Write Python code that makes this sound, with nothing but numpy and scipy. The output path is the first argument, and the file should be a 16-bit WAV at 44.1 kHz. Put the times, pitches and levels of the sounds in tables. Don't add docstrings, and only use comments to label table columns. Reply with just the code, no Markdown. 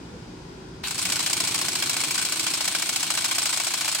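import sys
import numpy as np
from scipy import signal
from scipy.fft import rfft, irfft, next_fast_len
from scipy.io import wavfile

SR = 44100
rng = np.random.default_rng(int(sys.argv[2]) if len(sys.argv) > 2 else 0)


def wav_record(signal):
    frames = np.transpose(np.atleast_2d(signal))
    bounded = np.clip(frames, -1, 1)
    quanta = np.round(bounded * 32767).astype(np.int16)
    wavfile.write(sys.argv[1], SR, quanta)


N = 176400
TIME = np.arange(N) / SR


def from_db(db):
    return 10 ** (np.asarray(db) / 20)


def envelope(rows):
    return from_db(np.interp(TIME, *np.transpose(rows)))


def at_hz(points, hz):
    point_hz, value = np.transpose(points)
    return np.interp(np.log(hz + 1), np.log(point_hz), value)


def drift(knots_per_s):
    knots = rng.standard_normal(400)
    return np.interp(TIME * knots_per_s, np.arange(len(knots)), knots)


def noise(grain_share=0, grains_per_s=3500):
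    chance = grains_per_s / SR
    touches = (rng.random(N) < chance) * rng.choice([-1, 1], (2, N)) / np.sqrt(chance)
    return np.sqrt(1 - grain_share) * rng.standard_normal((2, N)) + np.sqrt(grain_share) * touches


# frequency in Hz, left-right correlation, left over right in dB.
TOOL_IMAGE = [(100, 0.97, -1), (500, 0.93, 0.5), (1200, 0.82, 0), (2000, 0.48, 0.5), (4000, 0.15, 2),
              (8000, -0.14, 1), (14000, -0.11, -3)]
MODE_COHERENCE = 0.91

def radiate(pair, spectrum, modes=(), image=TOOL_IMAGE, size=16384):
    hz = np.arange(size // 2 + 1) * SR / size
    sides, image = np.array([[.5], [-.5]]), np.array(image)
    coherence = at_hz(image[:, :2], hz) + 0j
    db = at_hz(spectrum, hz) + sides * at_hz(image[:, ::2], hz)
    for mode_hz, width_hz, lift_db, *stereo in modes:
        resonance = 1 / (1 + (2 * (hz - mode_hz) / width_hz) ** 2)
        db += resonance * lift_db
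        if stereo:
            pan_db, right_lead = stereo
            db += resonance * sides * pan_db
            coherence += resonance * (MODE_COHERENCE * np.exp(1j * right_lead) - coherence)
    cepstrum = irfft(np.log(from_db(db)))
    cepstrum[:, 1:size // 2] *= 2
    cepstrum[:, size // 2 + 1:] = 0
    response = irfft(np.exp(rfft(cepstrum)))
    padded = 2 * next_fast_len((N + size) // 2)
    left, independent = rfft(pair, padded)
    coherence = np.interp(np.arange(len(left)) * SR / padded, hz, coherence)
    right = coherence * left + np.sqrt(np.maximum(1 - abs(coherence) ** 2, 0)) * independent
    return irfft(np.array([left, right]) * rfft(response, padded))[:, :N]


# frequency in Hz, level in dB.
RUMBLE_SPECTRUM = [(30, -37), (46, -24), (80, -25.5), (370, -25), (450, -31), (620, -37), (1000, -34),
                   (1200, -42.5), (1450, -40), (2000, -44), (5500, -47.5), (8300, -55), (12300, -72)]
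# frequency in Hz, bandwidth in Hz, lift in dB.
AIR_WHISTLES = [(1450, 150, 3.5), (4900, 150, 5.5), (8200, 200, 5), (9300, 250, 3.5)]
# frequency in Hz, left-right correlation, left over right in dB.
YARD_IMAGE = [(120, 0.95, -0.5), (348, 0.85, -0.5), (700, -0.053, 2.3), (2500, 0.093, 1), (5000, -.08, 4.5),
              (14000, 0.14, 0)]
# frequency in Hz, level in dB.
HUM_LINES = [(60.5, -57), (121, -53), (150, -55), (168, -54.5), (180, -53.5), (322.5, -61), (377, -53.5),
             (2476, -71), (4947, -72)]
# time in seconds, gain in dB.
YARD_LEVEL = [(0, 0.5), (.83, -0.5), (.87, -4), (1.55, -25.5)]

def yard(wander_hz=.6, waver_db=1.5):
    hum = 0
    for hz, db in HUM_LINES:
        phase = 2 * np.pi * (rng.random() + np.cumsum(hz + wander_hz * drift(8.4)) / SR)
        hum += np.sqrt(2) * from_db(db + waver_db * drift(13.9)) * np.sin(phase)
    rumble = radiate(noise(), RUMBLE_SPECTRUM, AIR_WHISTLES, YARD_IMAGE)
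    return (rumble + hum) * envelope(YARD_LEVEL)


# centre in seconds, half-width in seconds, frequency in Hz, top rms level in dB.
SWELLS = [(.155, 0.028, 486, -46.5), (1.07, 0.055, 180, -42.5)]

def swells():
    out = 0
    for centre, width, hz, db in SWELLS:
        bell = np.exp(-((TIME - centre) / width) ** 2)
        out += np.sqrt(2) * from_db(db) * bell * np.sin(2 * np.pi * hz * TIME)
    return out


# frequency in Hz, level in dB.
RASP_SPECTRUM = [(250, -61.5), (540, -42), (640, -31), (1800, -32.5), (2400, -25), (4300, -25),
                 (4800, -27.5), (6900, -29), (8700, -26), (10300, -34), (16000, -41)]
HOUSING_SPECTRUM = [(45, -63), (110, -30.5), (160, -25.5), (240, -29), (295, -23.5), (345, -25),
                    (450, -33.5), (1500, -67)]
# frequency in Hz, bandwidth in Hz, lift in dB.
GEAR_CASE_MODES = [(2290, 400, 2), (4330, 260, 6), (6150, 110, 5), (8400, 140, 3.5)]
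# time in seconds, gain in dB.
MOTOR_LEVEL = [(.828, -38), (.838, -5.5), (.97, -6), (1.04, -1.13)]
HOUSING_LEVEL = [(.83, -37), (.9, -4.5), (1.1, 2), (2, 1.5), (4, -5.5)]

def motor(tone_hz=317.4, wander_hz=11.97, tone_db=-54):
    running = envelope(MOTOR_LEVEL)
    phase = 2 * np.pi * np.cumsum(tone_hz + wander_hz * drift(20)) / SR
    tone = np.sqrt(2) * from_db(tone_db) * np.sin(phase) * running
    rasp = radiate(noise(grain_share=0.31) * running, RASP_SPECTRUM, GEAR_CASE_MODES)
    drone = radiate(noise() * envelope(HOUSING_LEVEL), HOUSING_SPECTRUM)
    return rasp + tone + drone


def contacts(times, levels_db, shape, jitter_s=0, spread_db=0):
    delay, attack, hold, decay = shape
    power = np.zeros(N)
    for onset, db, (late, strong) in zip(times, levels_db, rng.standard_normal((len(times), 2))):
        start = int((onset + delay + jitter_s * late) * SR)
        span = power[start:start + SR // 10]
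        t = TIME[:len(span)]
        pulse = np.minimum(t / attack, 1) * np.exp(-np.maximum(t - attack - hold, 0) / decay)
        span += (from_db(db + spread_db * strong) * pulse) ** 2
    return power


# start in seconds, then gains in dB of crack, low clank, rebound and clatter.
CYCLES = [(0.836, -28, -2, -22, -2.5), (0.908, -6, -1, -7, -3), (0.979, -7.5, -6, 3, 0),
          (1.0522, -1.5, 0, -0.5, 1), (1.1204, -0.5, 1, 2, 1.5), (1.1916, -3.5, 3, 2, 0),
          (1.2611, -1, 3.5, 0.3, 1), (1.33, 2, 0.5, -6, -0.5), (1.4023, 0.5, 1.5, 0, 2),
          (1.473, -1.5, -1.5, 0, 0.2), (1.5431, -0.5, -1.5, 0, 1.5), (1.6132, -1, 2, -2.5, 0),
          (1.6829, -0.5, 2.7, -7, -1), (1.7533, -1, 2, -5, 0), (1.8231, -1.5, 5.5, 0, -0.5),
          (1.8948, -0.5, 2.5, 0.5, 1.5), (1.966, -2, 1.5, 0, 2), (2.0359, -2, 2.5, 0.5, 0),
          (2.1075, -1, 2.5, 0.5, 1), (2.1785, -1.5, 2.5, 2, 0.5), (2.2497, -2, -7, -0.5, -1.2),
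          (2.322, -1, -2.6, -1.5, 0), (2.3943, -2, -1.5, -1, -1), (2.4651, -2, 5, 1, -0.5),
          (2.5366, -1, 0, 0.5, 0), (2.6062, -2.5, 5, 0, 1.5), (2.6772, 0.7, 3.5, -2, -1),
          (2.749, -0.5, 5.5, -2, 1.5), (2.8215, -1, 4.5, -5, -1), (2.8906, 0.3, 3.5, -4, 0.5),
          (2.9596, -0.3, 3, -0.5, -1.5), (3.0287, 0, 0.5, -3.5, -1), (3.103, 0, 4.5, 0, 1),
          (3.173, -2, 4.5, 1.5, 0.5), (3.243, -1, 2.5, 2.5, 1), (3.3115, -3, 5, 1.5, 2.5),
          (3.3822, 0.2, 5, 1.5, 2.5), (3.4557, -0.5, 3.5, 2, 1.5), (3.5271, -3.5, 3.5, 3, 1.7),
          (3.5987, -3, 4, 1, 0.5), (3.668, -2, 2.5, 0, -0.5), (3.738, -1, 4.5, -2, 0),
          (3.8086, -2, 0.8, 0, 0.5), (3.8784, -2, 4, 0.5, 1), (3.948, 0, 0, 0, -0.2)]
CYCLE_STARTS, STRIKE_DB = np.transpose(CYCLES)[:2]
# frequency in Hz, level in dB.
CRACK_SPECTRUM = [(650, -67), (1800, -30), (2600, -18), (3600, -21.5), (4900, -14), (6000, -18),
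                  (8200, -12.5), (10300, -22), (13000, -26)]
CLANK_SPECTRUM = [(150, -62), (510, -36.5), (620, -24), (1800, -22.5), (4000, -25), (10000, -54)]
REBOUND_SPECTRUM = [(250, -60), (600, -32), (900, -28), (1900, -28.5), (4900, -22.5), (6000, -24.5),
                    (8200, -20), (10300, -29.5), (16000, -49)]
CLATTER_SPECTRUM = [(250, -60.5), (520, -38), (680, -29), (1000, -26.5), (1900, -26), (4900, -22),
                    (6000, -24), (8400, -19), (9400, -22), (10400, -30.5), (16000, -37)]
# frequency in Hz, bandwidth in Hz, lift in dB,
# left over right in dB, phase lead of the right in radians.
STEEL_MODES = [(1058, 122, 7, -0.5, -2), (1500, 147, 5, -7, 0), (2268, 125, 6, 2.5, 0.5),
               (2423, 65, 3, 7, 0.6), (3260, 87, 4.5, 6, -1.5), (3994, 45, 4, 14, -1.5),
               (4285, 110, 3.5, 0, 1.5), (4900, 100, 4.5, 0.5, -2.5), (6450, 130, 1.5, 3, -0.5),
               (7230, 170, 2.5, 0, 0), (7930, 145, 3.5, -3, -0.5)]
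SHAFT_MODE = (5366, 170, 7, 0, 1)
ALL_MODES = STEEL_MODES + [SHAFT_MODE]
# delay, attack, hold and decay time constant, all in seconds.
STRIKE = (0, .0003, .0045, .0055)
REBOUND = (.008, .0027, .0079, .006)
TICK = (.033, .0003, 0, .0015)
RELEASE = (.0359, .001, .0032, .0056)
RETURN = (.0449, .0016, .0025, .0079)
GRAIN_SHARE = 0.42

def hammer():
    clank_db, rebound_db, clatter_db = np.transpose(CYCLES)[2:]
    scatter = dict(jitter_s=0.00063, spread_db=1.33)
    clatter = contacts(CYCLE_STARTS, clatter_db, RELEASE, **scatter)
    clatter += contacts(CYCLE_STARTS, clatter_db, RETURN, **scatter)
    clatter += contacts(CYCLE_STARTS, clatter_db - 2.5, TICK, jitter_s=0.00204, spread_db=3.5)
    layers = [(contacts(CYCLE_STARTS, STRIKE_DB, STRIKE), CRACK_SPECTRUM),
              (contacts(CYCLE_STARTS, clank_db, STRIKE), CLANK_SPECTRUM),
              (contacts(CYCLE_STARTS, rebound_db, REBOUND, **scatter), REBOUND_SPECTRUM),
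              (clatter, CLATTER_SPECTRUM)]
    return sum(radiate(np.sqrt(power) * noise(GRAIN_SHARE), spectrum, ALL_MODES)
               for power, spectrum in layers)


# frequency in Hz, level in dB.
SEATING_SPECTRUM = [(400, -48), (1100, -31.5), (4500, -23), (5600, -40)]
# frequency in Hz, bandwidth in Hz, lift in dB.
SEATING_MODES = [(2650, 110, 10), (3860, 96, 10)]
SEATING = (.00089, .001, .03, .006)   # delay, attack, hold and decay in seconds

def seating_clank():
    power = contacts(CYCLE_STARTS[:1], [0], SEATING)
    return radiate(np.sqrt(power) * noise(GRAIN_SHARE), SEATING_SPECTRUM, SEATING_MODES)


def damped_sines(times, pitches_hz, levels_db, decay_s, attack_s=0):
    out, t = np.zeros(N + SR), TIME[:SR // 10]
    shape = np.exp(-t / decay_s) * np.minimum((t + 1 / SR) / (attack_s + 1 / SR), 1) ** 2
    shape /= shape.max()
    for onset, hz, db, turn in zip(times, pitches_hz, levels_db, rng.random(len(times))):
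        start = int(onset * SR)
        out[start:start + len(t)] += from_db(db) * shape * np.sin(2 * np.pi * (turn + hz * t))
    return out[:N]


# time in seconds, gain in dB.
SHAFT_LEVEL = [(2.2, 4), (2.6, 5), (3.1, -8)]

def steel_ring(base_db=-46, spread_db=8.5, detune=.008, width_share=0.65):
    out = np.zeros((2, N))
    for mode in ALL_MODES:
        hz, width_hz, lift_db, pan_db, _ = mode
        strong, sharp = np.clip(rng.standard_normal((len(CYCLES), 2)), -2, 1.5).T
        db = base_db + STRIKE_DB + lift_db + spread_db * strong
        decay_s = 1 / (np.pi * width_hz * width_share)
        gain = envelope(SHAFT_LEVEL) if mode is SHAFT_MODE else 1
        for channel, side in enumerate((.5, -.5)):
            onsets = CYCLE_STARTS + STRIKE[2] * rng.random(len(CYCLES))
            out[channel] += gain * damped_sines(onsets, hz * (1 + detune * sharp), db + side * pan_db, decay_s)
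    return out


def loose_parts(per_strike=5, low_hz=620, high_hz=5585, base_db=-39.5):
    count = per_strike * len(CYCLES)
    hz = rng.uniform(low_hz, high_hz, count)
    onsets = np.repeat(CYCLE_STARTS, per_strike) + REBOUND[0] * rng.random(count)
    db = base_db + np.repeat(STRIKE_DB, per_strike) + 2 * rng.standard_normal(count)
    return damped_sines(onsets, hz, db, decay_s=0.0097)


# time in seconds, peak level in dB.
THUMP_LEVEL = [(.84, -47), (1.05, -38.5), (1.28, -44), (1.38, -40), (2.2, -47.5), (4, -50.5)]

def piston(delay_s=0.0168, length_s=0.0623, start_hz=72.8, end_hz=200):
    strokes = np.zeros(N + SR)
    strokes[((CYCLE_STARTS + delay_s) * SR).astype(int)] = 1
    progress = np.linspace(0, 1, int(length_s * SR))
    hz = start_hz * (end_hz / start_hz) ** progress
    thump = np.interp(progress, [0, 0.37, 1], [0, 1, 0]) * np.sin(2 * np.pi * np.cumsum(hz) / SR)
    return signal.fftconvolve(strokes, thump)[:N] * envelope(THUMP_LEVEL)


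# start in seconds, frequency in Hz, level in dB.
LOUD_SQUEAKS = [(1.024, 9020, -26), (1.304, 8330, -30), (3.353, 8300, -27), (3.426, 8200, -24),
                (3.499, 8280, -24)]

def squeaks(delay_s=.044, centre_hz=8400, spread_hz=340, faint_db=-37, spread_db=8.5):
    onsets = CYCLE_STARTS[2:] + delay_s
    sharp, strong = rng.uniform(-0.89, 1, (len(onsets), 2)).T
    faint = np.transpose([onsets, centre_hz + spread_hz * sharp, faint_db + spread_db * strong])
    times, hz, db = np.vstack([LOUD_SQUEAKS, faint]).T
    roughness = 1 + 0.84 * signal.resample(rng.standard_normal((2, N // 100)), N, axis=1)
    tones = [damped_sines(times, hz, db, decay_s=0.0058, attack_s=0.011) for _ in range(2)]
    return roughness * np.array(tones)


def scene():
    background = yard() + swells()
    tool = motor() + hammer() + seating_clank() + steel_ring() + loose_parts() + piston() + squeaks()
    return background + tool


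def record(dry):
    highpass = signal.butter(4, 38, "high", fs=SR, output="sos")
    lowpass = signal.ellip(12, .1, 80, 15900, fs=SR, output="sos")
    ceiling = from_db(-9)
    rounded = ceiling * np.tanh(signal.sosfilt(highpass, dry) / ceiling)
    return signal.sosfilt(lowpass, rounded)


dry = scene()
out = record(dry)
wav_record(out)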